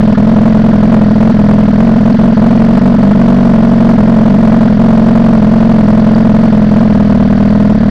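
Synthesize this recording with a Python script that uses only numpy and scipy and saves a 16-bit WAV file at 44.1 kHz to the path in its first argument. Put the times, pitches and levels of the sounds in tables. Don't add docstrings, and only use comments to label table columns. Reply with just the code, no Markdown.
import sys
import numpy as np
from scipy import signal
from scipy.fft import rfft, irfft
from scipy.io import wavfile

SR = 44100
rng = np.random.default_rng(int(sys.argv[2]) if len(sys.argv) > 2 else 0)


def materialize(psi):
    bounded = np.clip(np.atleast_2d(psi).T, -1, 1)
    quanta = np.round(bounded * 32767).astype(np.int16)
    wavfile.write(sys.argv[1], SR, quanta)


def attenuation_scalar(level_db):
    decades = np.asarray(level_db, float) / 20
    return 10 ** decades


N = 348371
BEFORE = SR // 10


def shaped(points):
    hz, db = np.transpose(points)
    bins = np.arange(N // 2 + 1) * SR / N + 1
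    gain = attenuation_scalar(np.interp(np.log(bins), np.log(hz), db))
    x = irfft(rfft(rng.standard_normal(N)) * gain, N)
    return x / x.std()


def ring(modes, t):
    t = np.maximum(t, 0)
    return sum(size * np.exp(-np.pi * width * t) * np.sin(2 * np.pi * hz * t) for hz, width, size in modes)


def strike(times, sizes, response, lead=0):
    at = np.clip(times * SR + BEFORE, 0, N + BEFORE - 1).astype(int)
    impulses = np.bincount(at, sizes, N + BEFORE)
    start = lead + BEFORE
    return signal.fftconvolve(impulses, response)[start:start + N]


# (frequency [Hz], level [dB per Hz])
CASE_SPECTRUM = [(1500, -30), (2500, -20.5), (3000, -3.5), (3700, -12), (4500, 10), (5200, -2), (5900, 0),
                 (6800, -33), (12000, -67.5)]


def valves(times, db, steady):
    chance = rng.standard_normal((len(times), 6))
    seating = np.array([.004, .011, .017])
    at = times[:, None] + seating + 0.0017 * chance[:, :3]
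    sizes = attenuation_scalar(4.0 * chance[:, 3:])
    decay = np.exp(-np.arange(SR // 50) / SR / 0.002)
    knocks = strike(at.ravel(), sizes.ravel(), decay)
    return attenuation_scalar(db) * (steady + knocks) * shaped(CASE_SPECTRUM)


# (frequency [Hz], level [dB per Hz])
GAS_SPECTRUM = [(300, -19.5), (700, -11), (1000, -5), (1450, 0.5), (1900, -5), (2450, -19.5), (3000, -13),
                (3700, -16.5), (7000, -36.5), (12000, -69.5)]


def rasp(times, db, steady):
    t = np.arange(SR // 20) / SR
    gusts = attenuation_scalar(1.3 * rng.standard_normal((len(times), 2)))
    burst = t / 0.0014 * np.exp(1 - t / 0.0019)
    opening = strike(times + 0.00072, gusts[:, 0], burst)
    returning = 0.41 * strike(times + 0.0067, gusts[:, 1], burst)
    return attenuation_scalar(db) * (steady + (opening + returning)) * shaped(GAS_SPECTRUM)


def flutter(times, sizes, db):
    t = np.arange(SR // 10) / SR
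    flow = strike(times, sizes, np.exp(-t / .026))
    spectrum = [(50, -28), (110, -11), (230, -6.0), (300, 4.5), (460, -5.0),
                (650, -14.5), (900, -36.0), (3000, -74.5)]
    return attenuation_scalar(db) * flow * shaped(spectrum)


# (time [s], speed [firings per s])
IDLE_SPEED = [(0.0, 41.99), (0.4, 46.42), (1.0, 41.49), (1.38, 41.31), (1.87, 42.78), (2.35, 40.41),
              (2.81, 47.13), (3.1, 45.1), (3.87, 47.31), (4.18, 43.02), (4.76, 42.34), (5.18, 45.35),
              (5.6, 45.14), (6.08, 43.48), (6.44, 45.35), (6.95, 39.21), (7.48, 40.22), (7.9, 42.3)]
# (time [s], change at its deepest [firings per s])
CRANK_LURCHES = [(0.101, -5.25), (0.326, -4.43), (0.492, -2.33), (0.719, -2.49), (0.847, 3.1),
                 (1.199, 2.91), (1.635, -3.74), (1.783, 3.86), (2.055, 3.78), (2.207, 5.35), (2.409, 3.33),
                 (2.711, 0.86), (3.036, 5.21), (3.279, 1.98), (3.524, -2.76), (3.741, -2.96),
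                 (3.937, -4.74), (4.044, 2.7), (4.268, 5.98), (4.507, 3.05), (4.788, 2.28), (5.368, -3.74),
                 (5.719, -1.17), (5.807, -2.71), (6.265, -2.46), (6.463, -2.36), (6.759, 4.03),
                 (6.998, 1.54), (7.119, -1.35), (7.72, -7.04)]


def crank(t):
    start, change = np.transpose(CRANK_LURCHES)
    since = np.maximum(t - start[:, None], 0) / .043
    return np.interp(t, *np.transpose(IDLE_SPEED)) + change @ (since * np.exp(1 - since))


# (time [s], level [dB])
CHARGE_LEVEL = [
    (0, -3.5),
    (2, -3.5),
    (3.5, -2.5),
    (6, -3),
    (7, -4),
    (7.9, -4.5),
]
CYLINDER_LEVEL = [1.3, -.5, -1, 1.1]


def firings(jitter_s, scatter_db):
    t = np.arange(-BEFORE, N) / SR
    turns = np.cumsum(crank(t)) / SR
    turns = turns - turns[BEFORE] - .2188
    count = np.arange(-len(CYLINDER_LEVEL), int(turns[-1]) + 1)
    chance = rng.standard_normal((len(count), 2))
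    times = np.interp(count, turns, t) + jitter_s * chance[:, 0]
    charge = np.interp(times, *np.transpose(CHARGE_LEVEL))
    cylinder = np.take(CYLINDER_LEVEL, count % 4)
    return times, attenuation_scalar(charge + cylinder + scatter_db * chance[:, 1])


# (time [s], strength [share of a normal burn], cool pipe hum [size])
ODD_CHARGES = [(.150, .1, .4), (.94, 1.45, 0), (1.133, .45, .8), (1.23, 1.35, 0), (1.27, 1.35, 0),
               (1.320, .1, .8), (1.51, 1.35, 0), (1.655, .75, .2), (1.706, .45, .6), (1.80, 1.55, 0),
               (1.984, .4, .7), (2.122, .45, .8), (2.167, .15, .5), (2.21, 1.35, 0), (2.347, .1, .4),
               (2.529, .65, .6), (2.793, 0, .25), (2.899, .7, .4), (2.964, 0, 1), (3.131, .1, 1),
               (3.957, .65, .2), (4.362, .6, .6), (4.677, .55, .4), (4.700, .75, .2), (4.747, .55, .2),
               (6.501, .65, .5), (6.666, .75, 0), (7.352, .75, .1), (7.805, .75, .2)]
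# (frequency [Hz], width [Hz], level [size])
COOL_PIPE = [(225, 36, 1.)]


def misfires(times, sizes):
    s, burnt, size = np.transpose(ODD_CHARGES)
    odd = np.argmin(abs(times[:, None] - s), axis=0)
    t = np.arange(SR // 10) / SR
    swell = 1 - np.exp(-t / .002)
    hum = strike(times[odd], size, swell * ring(COOL_PIPE, t))
    share = np.ones(len(times))
    share[odd] = burnt
    early_s = .0015 * np.maximum(1 - share, 0)
    return times - early_s, sizes * share, hum


# (frequency [Hz], width [Hz], level [signed size]); negative starts as suction at the open end
SHORT_HEADER = [(16, 64, 1.34), (72, 24, -.49), (128, 12, -.13), (206, 63, -3.94), (246, 27, .59),
                (276.5, 52, 1.28), (342, 174, .73)]
LONG_HEADER = [(12, 64, 1.83), (71, 23, -.49), (197, 114, -9.74), (196, 19, -.56), (232, 54, 8.47),
               (253, 27, -1.43), (330, 42, .53)]
# (ring start [ms], puff centre [ms], puff spread [ms], level [size])
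BLOWDOWN = [
    (-1.7, -2.7, .7, .72),
    (-2.3, -2.2, 1.26, .64),
]


def exhaust(times, sizes):
    lead = SR // 100
    t = (np.arange(SR // 10) - lead) / SR
    out = 0
    for k, modes in enumerate((SHORT_HEADER, LONG_HEADER)):
        start, centre, spread, size = BLOWDOWN[k]
        puff = size * np.exp(-.5 * ((t * 1000 - centre) / spread) ** 2)
        blast = puff + ring(modes, t - start / 1000)
        out = out + strike(times[k::2], sizes[k::2], blast, lead)
    soft = signal.windows.gaussian(101, 11.)
    out = signal.fftconvolve(out, soft / soft.sum(), "same")
    place = np.arange(N)
    arrival = np.maximum.accumulate(place - 1.7 * out)
    return np.interp(place, arrival, out)


def scene():
    times, sizes = firings(jitter_s=.0002, scatter_db=.9)
    times, sizes, hum = misfires(times, sizes)
    sound = exhaust(times, sizes) + hum
    sound = sound + flutter(times, sizes, db=-24)
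    sound = sound + rasp(times, db=-34, steady=0.85)
    sound = sound + valves(times, db=-46.5, steady=0.45)
    return sound[None]


def low_pass(x):
    return signal.sosfilt(signal.butter(12, 15800, fs=SR, output="sos"), x)


def record(dry):
    drive_db, offset, clip = 3, .035, .708
    x = np.clip(attenuation_scalar(drive_db) * (dry + offset), -clip, clip)
    smooth = signal.sosfiltfilt(signal.butter(8, 11800, fs=SR, output="sos"), x)
    x = smooth + attenuation_scalar(-11) * (x - smooth)
    return low_pass(x)


dry = scene()
out = record(dry)
materialize(out)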